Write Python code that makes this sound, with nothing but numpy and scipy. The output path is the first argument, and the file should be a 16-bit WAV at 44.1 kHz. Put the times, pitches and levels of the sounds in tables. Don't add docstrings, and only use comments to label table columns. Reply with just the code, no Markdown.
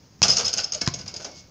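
import sys
import numpy as np
from scipy import signal
from scipy.io import wavfile
from scipy.ndimage import uniform_filter1d, minimum_filter1d

SR = 44100
rng = np.random.default_rng(int(sys.argv[2]) if len(sys.argv) > 2 else 0)


def boost_factor(decibels):
    exponent = np.asarray(decibels, float) / 20
    return 10 ** exponent


def transcribe(u):
    v = np.clip(np.atleast_2d(u).T, -1, 1)
    q = np.round(v * 32767).astype(np.int16)
    wavfile.write(sys.argv[1], SR, q)


N = 66150

# f/Hz, level/dB per Hz
AIR_SPECTRUM = [(25, -21), (87, -4.5), (172, -8.5), (330, -17), (1500, -28.5), (3800, -33.5), (7000, -34),
                (12000, -51)]
# t/s, level/dB
THUDS = [(0.104, -49), (0.191, -39.5), (0.219, -25.5), (0.282, -23.5), (0.33, -31.5), (0.436, -30.5),
         (0.559, -31), (0.729, -36), (0.818, -33), (0.894, -50), (0.961, -33.5), (1.02, -35),
         (1.155, -37.5), (1.357, -46), (1.471, -53)]
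# f/Hz, level/dB per Hz
THUD_SPECTRUM = [(30, -48), (60, -3.5), (90, 6), (130, -1.5), (200, 1), (300, -16.5), (600, -32.5)]
# t/s, level/dB
GROANS = [
    (0.932, -14),
    (1.133, -15.5),
    (1.194, -16.5),
    (1.245, -12.5),
    (1.292, -19.5),
]
# f/Hz, level/dB per Hz
GROAN_SPECTRUM = [(150, -17.5), (300, 0.5), (600, 3), (900, -6.5), (1500, -31)]
# t/s, level/dB
SNAPS = [(0.218, -37), (0.2319, -28), (0.3004, -23.5), (0.454, -32), (0.4813, -36), (0.537, -25),
         (0.6433, -34.5), (0.8744, -35), (1.08, -43), (1.141, -44), (1.164, -48)]
# f/Hz, level/dB
SNAP_SPECTRUM = [(5000, -48), (7500, -24), (9000, -13), (11000, -16.5), (12400, -13), (13500, -13.5),
                 (15000, -14), (16200, -29)]
# t/s, slap level/dB, slap t60/s, thump level/dB, thump f/Hz
BALL_HITS = [
    (0.219, 4.5, 0.0072, -23.5, 115),
    (0.8758, 3.5, 0.0097, -17, 120),
    (0.8846, -10.5, 0.026, -48, 150),
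]
# f/Hz, level/dB
SLAP_SPECTRUM = [(100, 10), (1000, 3), (2500, 2), (4000, 1.5), (5500, -2), (6800, 2), (10000, -21.5)]
# f/Hz, level/dB, t60/s
BALL_MODES = [(1050, -26, 0.085), (1957, -27, 0.058), (251, -20, 0.048), (345.6, -22, 0.06)]
# t/s, peak level/dB, board knock level/dB, t60/s, ringing part f/Hz
SWINGS = [(0.2263, -6, -23, 0.053, 5000), (0.2285, 1.5, -26, 0.054, 5510),
          (0.2325, -1.5, -21.5, 0.028, 6050), (0.2368, -8, -23.5, 0.059, 6070),
          (0.2468, -14.5, -13, 0.1, 5230), (0.281, -4, -27.5, 0.062, 5860), (0.288, -9, -19, 0.055, 5270),
          (0.2989, -6, -52, 0.11, 5174), (0.3143, -12, -52, 0.14, 5200), (0.3295, -19.5, -32, 0.2, 4840),
          (0.3617, -10.5, -21, 0.036, 6300), (0.3688, -6.5, -20, 0.057, 5520),
          (0.382, -7.5, -24.5, 0.08, 6360), (0.3948, -11, -16, 0.08, 4560), (0.445, -20, -29, 0.067, 5310),
          (0.4515, -15, -25, 0.0825, 5400), (0.46, -10.5, -27.5, 0.039, 6430),
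          (0.4657, -17.5, -54, 0.083, 5100), (0.4796, -7, -33, 0.058, 4960),
          (0.4931, -17.5, -30, 0.056, 4800), (0.53, -11.5, -19.5, 0.0904, 4900),
          (0.5377, -11, -42, 0.0232, 5320), (0.5653, -19.5, -18, 0.066, 5130),
          (0.5745, -11, -25.5, 0.064, 6550), (0.5817, -9.5, -23.5, 0.069, 5030),
          (0.601, -14, -42, 0.086, 4700)]
# t/s, peak level/dB, board knock level/dB, t60/s, ringing part f/Hz
SETTLING = [(0.6361, -12, -30, 0.036, 5070), (0.643, -10.5, -28, 0.024, 5200),
            (0.721, -13, -20, 0.051, 5250), (0.7341, -12.5, -32, 0.05, 6600),
            (0.7454, -10, -28.5, 0.0492, 6700), (0.776, -21.5, -16, 0.032, 4980),
            (0.8103, -16.5, -14.5, 0.05, 4900), (0.814, -8, -22.5, 0.053, 5320),
            (0.863, -10.5, -28, 0.03, 4870), (0.9388, -12, -48, 0.073, 6440),
            (0.9889, -20.5, -14, 0.051, 5460), (1.0142, -21.5, -23.5, 0.0293, 4740),
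            (1.06, -25.5, -14.5, 0.055, 4500), (1.078, -20, -22, 0.1, 5090), (1.14, -19, -18, 0.05, 5130),
            (1.164, -14.5, -35, 0.054, 4915), (1.1974, -31.5, -2.5, 0.041, 5080),
            (1.2211, -24.5, -26, 0.13, 6350), (1.2458, -18.5, -12, 0.049, 5600),
            (1.313, -28, -32, 0.054, 5500)]
# f/Hz, level/dB per Hz
CHATTER_SPECTRUM = [(900, -31), (1500, -10.5), (2000, -11), (2800, 3.5), (4000, 1.5), (5200, 3.5),
                    (7000, 3), (16000, -14.5)]
# t/s, level/dB, length/s
SHIVER = (1.338, -32.5, 0.087)
# f/Hz, width/Hz, level/dB
BOARD_MODES = [(484, 62, -3.5), (631, 124, -3.5), (804, 120, -10), (1174, 180, -8), (1385, 260, -5),
               (1501, 21, -10)]
# f/Hz, level/dB per Hz
BOARD_SPECTRUM = [(80, -12.5), (200, 3), (400, -5.5), (800, -5), (1500, -14), (1800, -3), (2500, 0),
                  (4000, -6)]
# peak t/s, level/dB, length/s, f/Hz
CLINKS = [(0.2289, -7.8, 0.0027, 5560), (0.231, -3, 0.0039, 2684), (0.232, -5, 0.0022, 6240),
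          (0.235, -7.5, 0.0065, 3324), (0.242, -24, 0.0028, 2800), (0.2449, -28, 0.0029, 4995),
          (0.244, -21, 0.0058, 6100), (0.2489, -21, 0.004, 5120), (0.2839, -13.5, 0.0039, 5990),
          (0.2844, -18, 0.004, 5370), (0.287, -15, 0.0029, 5310), (0.2944, -10, 0.0029, 5060),
          (0.3035, -11, 0.014, 5056), (0.316, -8.5, 0.0054, 5219), (0.326, -20, 0.0035, 5040),
          (0.3707, -17, 0.0046, 6310), (0.371, -9.5, 0.0035, 5560), (0.383, -16.5, 0.0051, 6419),
          (0.3847, -14.9, 0.0031, 5298), (0.393, -16, 0.0026, 5100), (0.401, -21, 0.003, 5680),
          (0.451, -17.5, 0.012, 5080), (0.46, -19.5, 0.0072, 6390), (0.4686, -17, 0.0098, 5180),
          (0.481, -13.5, 0.0035, 5340), (0.5388, -15.5, 0.00332, 5210), (0.5393, -11.5, 0.0029, 6420),
          (0.575, -24, 0.0044, 6476), (0.5832, -13, 0.0027, 4888), (0.5883, -14, 0.0022, 2847),
          (0.5931, -12, 0.0015, 2670), (0.5954, -19, 0.0029, 4700), (0.644, -20.5, 0.0021, 6330),
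          (0.6444, -16, 0.0077, 5241), (0.7232, -19.1, 0.0037, 5098), (0.7235, -19, 0.0046, 6300),
          (0.7266, -21, 0.0034, 6380), (0.7498, -18.5, 0.0037, 6404), (0.8168, -16.6, 0.0042, 5420),
          (0.8206, -27, 0.0059, 2638), (0.8231, -23.9, 0.0044, 4783), (0.863, -22, 0.0033, 5000),
          (0.9409, -22.6, 0.0018, 6370), (0.942, -24, 0.0015, 5300), (1.0127, -27.5, 0.0035, 4934),
          (1.0815, -29.0, 0.00624, 4930), (1.082, -26.8, 0.0035, 5712), (1.1637, -22.5, 0.0033, 4870),
          (1.25, -26.5, 0.0047, 6200), (1.252, -24.5, 0.0034, 4890)]
# peak t/s, level/dB, length/s, f/Hz
LOW_CLINKS = [
    (0.59, -19, .002, 5300),
    (0.6, -17.5, 0.0037, 4100),
    (.5905, -20.5, 0.0075, 1450),
    (0.87, -14, 0.0025, 1700),
]
# f/Hz, t60/s
YARD_DECAY = [(100, 0.885), (500, 0.79), (2000, 0.51), (5000, 0.492), (9000, 0.07)]
# t/s, length/s, f/Hz, level/dB
HOLLOW_NOTE = (.749, .029, 612, -22)
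# t/s, level/dB
KNOCKS = [
    (.813, -34),
    (1.27, -58),
]
# f/Hz, level/dB, t60/s
STEEL_MODES = [(2202, 0, .1), (2650, -2, .09), (1707, -3, .08), (490, -2, .09), (280, 1, .08),
               (3219, -10, .15)]
# f/Hz, width/Hz, level/dB
RIM_RING = (2203, 24, -62)
# f/Hz, level/dB
MIC_RESPONSE = [(3800, -13), (4500, -6.5), (5100, -2), (5800, -5), (6600, -3.5), (7300, -19.5),
                (9000, -32.5), (14000, -47)]
# f/Hz, level/dB per Hz
HISS_SPECTRUM = [(6000, -20), (8000, -14), (13500, -14), (15000, 0), (15900, -2), (16400, -30)]

SHAKES = SWINGS + SETTLING
SHAKE_RISE_S = 0.0008


def evened(x):
    return x / np.sqrt(np.mean(x ** 2) + 1e-20)


def read(points, hz):
    f, value = np.transpose(points)
    return np.interp(np.log(hz + 1), np.log(f + 1), value)


def colour(x, points):
    level_db = np.maximum(read(points, np.fft.rfftfreq(4096, 1 / SR)), -100)
    half = np.log(boost_factor(level_db))
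    full = np.r_[half, half[-2:0:-1]]
    phase = -signal.hilbert(full).imag
    taps = np.fft.ifft(np.exp(full + 1j * phase)).real[:2048]
    return signal.oaconvolve(x, taps)[:len(x)]


def resonate(x, hz, width):
    r = np.exp(-np.pi * width / SR)
    poles = [1, -2 * r * np.cos(2 * np.pi * hz / SR), r * r]
    return signal.lfilter([1, 0, -1], poles, x) * np.sqrt((1 - r * r) / 2)


def since(start):
    return np.maximum(np.arange(N) / SR - start, 0)


def burst(start, db, t60, rise):
    t = since(start)
    return (1 - np.exp(-t / rise)) * boost_factor(db - 60 * t / t60)


def hump(start, length):
    phase = np.pi * np.minimum(since(start) / length, 1)
    return np.sqrt(abs(np.sin(phase)))


def modes(start, db, table):
    t = since(start)
    return sum(boost_factor(db + d - 60 * t / t60) * np.sin(2 * np.pi * hz * t) for hz, d, t60 in table)


def ticks(spread_db):
    contacts_per_s = 5000
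    size = boost_factor(spread_db * np.minimum(rng.exponential(1, N), 5)) * rng.standard_normal(N)
    contact = rng.random(N) < contacts_per_s / SR
    return evened(size * contact + 0.33 * rng.standard_normal(N))


def air():
    wash, drift = rng.standard_normal((2, N))
    swell_db = evened(uniform_filter1d(uniform_filter1d(drift, size=1500), size=1500))
    return boost_factor(-41.5 + swell_db) * evened(colour(wash, AIR_SPECTRUM))


def base_thuds():
    shape = sum(burst(s - 0.004, db + 28, 0.22, 0.0065) for s, db in THUDS)
    return colour(shape * rng.standard_normal(N), THUD_SPECTRUM)


def metal_snaps():
    shape = sum(burst(s, db + 42, 0.027, 0.00045) for s, db in SNAPS)
    return colour(shape * ticks(1.9), SNAP_SPECTRUM)


def ball():
    click_db, thump_s = 11.5, 0.012
    noise, out = rng.standard_normal(N), np.zeros(N)
    for start, slap_db, t60, thump_db, hz in BALL_HITS:
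        t = since(start)
        click = boost_factor(slap_db + click_db) * (np.arange(N) == round(start * SR))
        slap = colour(click + burst(start, slap_db, t60, 0.00045) * noise, SLAP_SPECTRUM)
        contact = np.exp(-(t / thump_s) ** 4)
        thump = boost_factor(thump_db + 14.5) * contact * np.sin(2 * np.pi * hz * t)
        out = out + slap - thump + modes(start, thump_db + 25, BALL_MODES)
    return out


def chatter():
    level_db, ring_db, ring_width_hz = -4.5, -12.5, 320
    drive = ticks(2)
    drive[[round(row[0] * SR) for row in SHAKES]] = 4
    start, db, length = SHIVER
    bright, rings = boost_factor(db) * hump(start, length), np.zeros(N)
    for start, db, _, t60, hz in SHAKES:
        shake = burst(start - SHAKE_RISE_S, db, t60, SHAKE_RISE_S)
        bright = bright + shake
        rings = rings + resonate(shake * drive, hz, ring_width_hz)
    return boost_factor(level_db) * (colour(bright * drive, CHATTER_SPECTRUM) + boost_factor(ring_db) * rings)


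def backboard():
    slower, shape = 2.257, np.zeros(N)
    for start, db, knock_db, t60, _ in SHAKES:
        shape = shape + burst(start - SHAKE_RISE_S, db + knock_db, slower * t60, 0.0065)
    knock = shape * ticks(2.28)
    plate = sum(boost_factor(db) * resonate(knock, hz, width) for hz, width, db in BOARD_MODES)
    return boost_factor(16.0) * (colour(knock, BOARD_SPECTRUM) + boost_factor(-12.5) * plate)


def clinks():
    level_db, sharpness = 1, 1.69
    out = np.zeros(N)
    for peak, db, length, hz in CLINKS + LOW_CLINKS:
        u = since(peak - length / sharpness) * sharpness / length
        swell = (u * np.exp(1 - u)) ** 2
        out = out + boost_factor(db + level_db) * swell * np.sin(2 * np.pi * hz * since(0))
    return out


def yard(x):
    build_up_s = 0.0051
    taps = np.zeros(SR)
    at = np.arange(0, SR - 20, 20) + rng.integers(0, 20, (SR - 1) // 20)
    taps[at] = rng.choice([-1., 1.], len(at))
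    hz, t, bands = signal.stft(taps, SR, nperseg=256)
    decay = boost_factor(-60 * t / read(YARD_DECAY, hz)[:, None])
    tail = signal.istft(bands * decay, SR, nperseg=256)[1]
    tail = tail * np.minimum(np.arange(len(tail)) / SR / build_up_s, 1)
    return signal.fftconvolve(x, tail / np.linalg.norm(tail))[:N]


def hollow_base():
    start, length, hz, db = HOLLOW_NOTE
    return boost_factor(db) * hump(start, length) * np.sin(2 * np.pi * hz * since(start))


def steel():
    hz, width, db = RIM_RING
    shaken = burst(KNOCKS[0][0], db, 4.1, 0.02) * rng.standard_normal(N)
    after = resonate(resonate(shaken, hz, width), hz, width) / np.sqrt(SR / width / 6)
    tones = sum(np.minimum(since(s) / 0.005, 1) * modes(s, d, STEEL_MODES) for s, d in KNOCKS)
    return boost_factor(16.5) * (after + tones)


def base_groans():
    shape = sum(burst(s, db, 0.26, 0.0063) for s, db in GROANS)
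    return colour(shape * rng.standard_normal(N), GROAN_SPECTRUM)


def scene():
    hoop = metal_snaps() + chatter() + backboard() + steel()
    bounce, clinking = ball(), clinks()
    echoes = boost_factor(-11) * yard(hoop + 0.51 * bounce + 0.35 * clinking)
    base = base_thuds() + hollow_base() + base_groans()
    return (air() + base + hoop + bounce + clinking + echoes)[None]


def band_limit(x):
    return signal.sosfilt(signal.butter(12, 16400, fs=SR, output="sos"), x)


def record(dry):
    ceiling, hiss_db, edge_hz = 0.75, -77.5, 15650
    hiss = boost_factor(hiss_db) * evened(colour(rng.standard_normal(N), HISS_SPECTRUM))
    heard = colour(dry[0], MIC_RESPONSE)
    gain = minimum_filter1d(ceiling / np.maximum(abs(heard), ceiling), size=89)
    limited = heard * uniform_filter1d(gain, size=89)
    edge = signal.firwin(255, edge_hz, window=("kaiser", 8), fs=SR)
    mix = signal.oaconvolve(limited + hiss, edge, "same")
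    return band_limit(mix[None])


dry = scene()
out = record(dry)
transcribe(out)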